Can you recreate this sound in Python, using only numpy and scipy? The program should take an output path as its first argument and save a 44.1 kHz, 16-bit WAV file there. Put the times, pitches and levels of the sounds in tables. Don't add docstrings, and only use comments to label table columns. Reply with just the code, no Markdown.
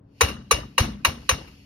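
import sys
import numpy as np
from scipy import signal
from scipy.fft import rfft, irfft
from scipy.io import wavfile
from scipy.ndimage import uniform_filter1d, minimum_filter1d

SR = 44100
rng = np.random.default_rng(int(sys.argv[2]) if len(sys.argv) > 2 else 0)


def output_pcm(signal):
    pcm = np.clip(np.atleast_2d(signal).T, -1, 1) * 32767
    wavfile.write(sys.argv[1], SR, np.round(pcm).astype(np.int16))


N = 72765

# (low mode t60 [s], main mode t60 [s])
CANDY_T60_S = (0.058, 0.022)
# (frequency [Hz], level [dB], t60 [s])
PAN_MODES = [(952, -11.5, 0.08), (1488, -17, 0.044), (1634, -12, 0.045), (1861, -8, 0.026),
             (2264, -18, 0.15), (3704, -19.5, 0.07), (3943, -5.5, 0.023), (4434, -16.5, 0.075),
             (5442, -18.5, 0.079), (6216, -5.5, 0.078), (9455, -21, 0.11), (10220, -18.5, 0.046)]
# (frequency [Hz], density [dB per Hz])
CRACK_SPECTRUM = [(350, -17.5), (750, -29.5), (1120, 2), (1900, -11.5), (2350, 7), (2830, -5.5), (3350, -7),
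                  (4100, -18.5), (4750, -6), (5480, -14.5), (6400, -11), (7600, -14.5), (10000, -8.5),
                  (13500, -20), (15600, -15), (16800, -40)]
# (frequency [Hz], density [dB per Hz])
CRUNCH_SPECTRUM = [(300, -25), (520, -2), (750, -17.5), (1120, 1.5), (1500, -6.5), (1900, -7.5), (2350, -1),
                   (2830, 1), (3350, -19.5), (3920, -3.5), (4700, -15.5), (5480, -10), (6000, -11),
                   (7700, -36), (10000, -17), (13000, -20), (16800, -43)]
TAP_DB, TAP_RISE_S, LOW_RISE_S = -10.5, 0.0015, 0.008
BLADE_HZ, BLADE_T60_S = 2827, 0.028
CRACK_DB, CRACK_T60_S = -2, 0.035
SCATTER_DB, DETUNE = 2.0, 0.01


def tap(level_db, low_hz, low_db, main_hz, main_db, blade_db, contact_s, treble_db, crunch_db, crunch_t60_s):
    t = np.arange(SR // 4) / SR
    free_t = np.maximum(t - contact_s, 0)
    candy_mode = (main_hz, main_db, CANDY_T60_S[1])
    blade_mode = (BLADE_HZ, blade_db, BLADE_T60_S)
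    modes = np.array(PAN_MODES + [candy_mode, blade_mode])
    chance = rng.uniform(-1.03, 1, (len(modes), 3))
    quadrature = np.array([[0], [np.pi / 2]])

    low_env = amp(low_db - 60 * free_t / CANDY_T60_S[0]) * np.minimum(t / LOW_RISE_S, 1) ** 2
    out = low_env * np.sin(2 * np.pi * low_hz * t + quadrature)
    for (hz, db, t60_s), (level_chance, pitch_chance, phase_chance) in zip(modes, chance):
        mode_db = db + treble_db * np.log2(hz / 1000) / 2 + SCATTER_DB * level_chance
        mode_hz = hz * (1 + DETUNE * pitch_chance)
        phase = np.pi * phase_chance + quadrature
        out += amp(mode_db - 60 * free_t / t60_s) * np.sin(2 * np.pi * mode_hz * t + phase)

    out += amp(CRACK_DB + treble_db) * crack(free_t, CRACK_T60_S, CRACK_SPECTRUM)
    out += amp(crunch_db) * crack(t, crunch_t60_s, CRUNCH_SPECTRUM)
    return amp(TAP_DB + level_db) * np.minimum(t / TAP_RISE_S, 1) * out


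GRAINS_PER_S, SPREAD_DB = 5000, 3


def crack(t, t60_s, spectrum):
    size = amp(SPREAD_DB * np.minimum(rng.exponential(1, len(t)), 4))
    grains = size * (rng.random(len(t)) < GRAINS_PER_S / SR)
    density = evened(uniform_filter1d(grains, size=40) + 0.02)
    return amp(-60 * t / t60_s) * density * noise(spectrum, len(t))


# (time [s], level [dB], rise [s], t60 [s])
SHARDS = [(0.271, -31.5, 0.018, 0.15), (.5245, -14, .001, .03), (.797, -23, 0.00048, 0.017),
          (0.803, -23.5, 0.00067, 0.059), (.83, -33.5, 0.017, 0.077), (1.070, -27, 0.0039, .03),
          (1.309, -24, 0.0064, 0.025), (1.321, -29, 0.0012, 0.032), (1.469, -48, 0.012, .1)]


def add_shards(mix):
    t = np.arange(SR // 8) / SR
    for s, db, rise_s, t60_s in SHARDS:
        grit = crack(np.maximum(t - rise_s, 0), t60_s, CRUNCH_SPECTRUM)
        add(mix, s, amp(db) * np.minimum(t / rise_s, 1) * grit)


THUD_HALF_S = 0.05


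def thud(level_db, hz, length_s):
    t = np.arange(-THUD_HALF_S, THUD_HALF_S, 1 / SR)
    bell = np.exp(-0.5 * (t / length_s) ** 2)
    offset = np.exp(-0.5 * (2 * np.pi * hz * length_s) ** 2)
    return -amp(level_db) * bell * (np.cos(2 * np.pi * hz * t) - offset)


# (frequency [Hz], density [dB per Hz])
COUNTER_SPECTRUM = [(35, -10), (60, 8), (90, -1.5), (130, 5), (170, -1.5), (230, -2.5), (300, -7.5),
                    (450, -30)]
# (lower [Hz], upper [Hz])
TRAY_HZ = (205, 230.3)
BOOM_RISE_S, BOOM_T60_S, TRAY_T60_S = 0.04, 0.63, 0.74


def boom(counter_db, tray_db):
    t = np.arange(SR // 2) / SR
    tray = sum(noise([(hz - 10, -14), (hz, 0), (hz + 10, -14)], len(t)) for hz in TRAY_HZ)
    counter = amp(counter_db - 60 * t / BOOM_T60_S) * noise(COUNTER_SPECTRUM, len(t))
    both = counter + amp(tray_db - 60 * t / TRAY_T60_S) * tray
    return np.minimum(t / BOOM_RISE_S, 1) ** 2 * both


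# (frequency [Hz], t60 [s])
ROOM_DECAY = [(300, 0.57), (700, 0.38), (1800, 0.5), (2830, 0.43), (4800, 0.34), (9000, 0.35),
              (15000, 0.14)]
# (frequency [Hz], density [dB per Hz])
ROOM_SPECTRUM = [(180, -31), (300, -7), (730, -7.5), (1530, -15), (2170, -17.5), (2840, -21.5), (3530, -15),
                 (6140, -13.5), (7020, -35), (7890, -92), (8300, -24), (11400, -22), (13000, -37.5),
                 (13700, -82.5), (16500, -71.5)]
# (frequency [Hz], width [Hz], level [dB], t60 [s])
PAN_RING = [(1160, 80, -19, 0.46), (1890, 100, -17.5, .4), (2850, 140, -4.5, 0.39), (3864, 120, -16, .45),
            (4350, 120, -21, 0.18), (5520, 120, -17, 0.37), (6470, 150, -17, .4)]
PATCH_DB, ROOM_RISE_S = 3.0, 0.0082


def room_tail(room_db, span, extra_ring_db):
    hz, t, bins = signal.stft(noise(ROOM_SPECTRUM, SR // 2), SR, nperseg=256)
    patches = uniform_filter1d(rng.standard_normal(bins.shape[1:]), size=4, axis=0)
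    patches = evened(uniform_filter1d(patches, size=5, axis=1))
    decay_db = -60 * t / (span * read(ROOM_DECAY, hz)[:, None])
    tail = signal.istft(bins * amp(PATCH_DB * patches + decay_db), SR, nperseg=256)[1]

    t = np.arange(tail.shape[1]) / SR
    for ring_hz, width_hz, ring_db, t60_s in PAN_RING:
        band = [(ring_hz - 2 * width_hz, -20), (ring_hz, 0), (ring_hz + 2 * width_hz, -20)]
        tail = tail + amp(ring_db + extra_ring_db - 60 * t / (span * t60_s)) * noise(band, len(t))
    return amp(room_db) * tail * np.minimum(t / ROOM_RISE_S, 1)


# (frequency [Hz], density [dB per Hz])
RUMBLE_SPECTRUM = [(20, -21), (50, -8.5), (110, 1.5), (160, -7), (300, -16), (500, -19.5), (1000, -30.5),
                   (2000, -43.5), (4000, -54)]
# (frequency [Hz], level [dB rms])
HUM_LINES = [(118.4, -64.5), (204.6, -63), (279.9, -61.5)]
# (frequency [Hz], density [dB per Hz])
HISS_SPECTRUM = [(880, -71.5), (1500, -36), (2700, -17), (3750, -30), (4520, -21), (6950, -33),
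                 (7490, -43.5), (12300, -34), (14000, -62.5)]
# (time [s], level [dB])
HISS_LEVEL = [(0, -100), (.2, -60), (.3, -70.5), (.7, -63.5), (1., -66), (1.3, -54), (1.65, -60.5)]
RUMBLE_DB = -53.5


def kitchen():
    t = np.arange(N) / SR
    hum = sum(amp(db) * np.sqrt(2) * np.sin(2 * np.pi * hz * t) for hz, db in HUM_LINES)
    hiss = amp(np.interp(t, *np.transpose(HISS_LEVEL))) * noise(HISS_SPECTRUM, N)
    rumble = amp(RUMBLE_DB) * noise(RUMBLE_SPECTRUM, N)
    return rumble + hiss + hum * [[1], [0]]


def amp(db):
    return 10 ** (np.asarray(db) / 20)


def evened(x):
    return x / np.sqrt(np.mean(x ** 2) + 1e-20)


def read(points, hz):
    point_hz, value = np.transpose(points)
    return np.interp(np.log(hz + 1), np.log(point_hz + 1), value)


def add(mix, s, sound):
    part = mix[..., round(s * SR):][..., :sound.shape[-1]]
    part += sound[..., :part.shape[-1]]


def noise(spectrum, size):
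    hz = np.fft.rfftfreq(size, 1 / SR)
    in_band = (hz >= spectrum[0][0]) & (hz <= spectrum[-1][0])
    white = rfft(rng.standard_normal((2, size)))
    return evened(irfft(white * amp(read(spectrum, hz)) * in_band, size))


# (frequency [Hz], lead [rad])
PORT_LEAD = [(700, 2.36), (1550, -.5), (2500, 3.15), (3200, -1.9), (4000, 2), (4800, -2.8), (6700, 5.5),
             (8000, 2.5), (9800, 8.5), (11200, 4.5), (12200, 5.5), (14200, 17), (16500, 3)]
# (frequency [Hz], difference [dB])
PORT_TILT = [(60, .4), (180, 1.9), (350, 3.1), (700, 7.9), (1400, 6.5), (2800, 1.9), (5600, .2), (10000, 0),
             (14000, -.8)]


def ports(pair, likeness):
    hz = np.fft.rfftfreq(N, 1 / SR)
    first, second = rfft(pair, N)
    same = np.clip(read(likeness, hz), 0, 1)
    half_tilt = amp(read(PORT_TILT, hz) / 2)
    lead_hz, lead_rad = np.transpose([(0, 0), (250, 0)] + PORT_LEAD)
    shift = np.exp(-1j * np.interp(hz, lead_hz, lead_rad))
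    right = (same * first + np.sqrt(1 - same ** 2) * second) * shift
    return irfft(np.array([first * half_tilt, right / half_tilt]), N)


# (time [s], level [dB], low candy mode [Hz], its level [dB], main candy mode [Hz], its level [dB],
#        blade mode [dB], blade contact [s], treble [dB], crunch [dB], crunch t60 [s],
#        room [dB], tail span [share of room t60], extra lingering ring [dB])
TAPS = [(0.209, 0, 466, -1, 1061, -3.5, -10.5, 0.0043, 1.5, -3, 0.17, -27, 1., 1.5),
        (0.5105, -5, 466, 3.5, 1159, 4.5, -3.5, 0.0043, 6, -9.5, 0.26, -23.5, 0.69, 3.5),
        (0.7801, 0.5, 518, -9.5, 1115, -3, 1, 0.0037, -4.5, -15, 0.27, -23.5, 0.86, -3.5),
        (1.0481, 1.5, 529, -14.5, 1106, -5.5, -3, 0.0046, -4.5, -8.5, 0.17, -31, 1., -2.5),
        (1.2918, -2, 519, -3, 1128, 1.5, -2.5, 0.003, 3, -6, 0.15, -30.5, 1., 0.5)]
# (time [s], thud level [dB], frequency [Hz], length [s], counter boom [dB], tray hum [dB])
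PAN_DROPS = [(0.2413, -16.5, 76.6, 0.0082, -27, -34.5), (0.543, -20.5, 66.5, 0.0079, -28.5, -45.5),
             (.8140, -10.5, 82, 0.005, -23.5, -32), (1.087, -18, 75.2, 0.0044, -30.5, -42),
             (1.333, -22, 74, 0.0076, -31, -47.5)]
# (frequency [Hz], likeness [0-1])
NEAR_LIKENESS = [(60, .999), (300, 1), (700, 0.6), (2500, 0.49), (5000, 0.47), (10000, 1), (16000, 0.31)]
# (frequency [Hz], likeness [0-1])
FAR_LIKENESS = [(60, 0.99), (150, 1), (300, 0.89), (600, 0.45), (2000, 0.24), (5000, 0.67), (10000, 0.46),
                (16000, .9)]


def scene():
    near, far = np.zeros((2, N)), kitchen()
    for tap_row, drop_row in zip(TAPS, PAN_DROPS):
        s, *tap_settings, room_db, span, extra_ring_db = tap_row
        land_s, thud_db, hz, length_s, counter_db, tray_db = drop_row
        add(near, s, tap(*tap_settings))
        add(far, s, room_tail(room_db, span, extra_ring_db))
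        add(near[0], land_s - THUD_HALF_S, thud(thud_db, hz, length_s))
        add(far, s, boom(counter_db, tray_db))
    add_shards(near)
    return ports(near, NEAR_LIKENESS) + ports(far, FAR_LIKENESS)


CEILING, EDGE_HZ = 0.91, 16900


def record(dry):
    need = np.minimum(1, CEILING / (abs(dry).max(0) + 1e-9))
    gain = uniform_filter1d(minimum_filter1d(need, size=61), size=31)
    lowpass = signal.firwin(511, EDGE_HZ, window=("kaiser", 9), fs=SR)
    return signal.oaconvolve(dry * gain, lowpass[None], "same")


dry = scene()
out = record(dry)
output_pcm(out)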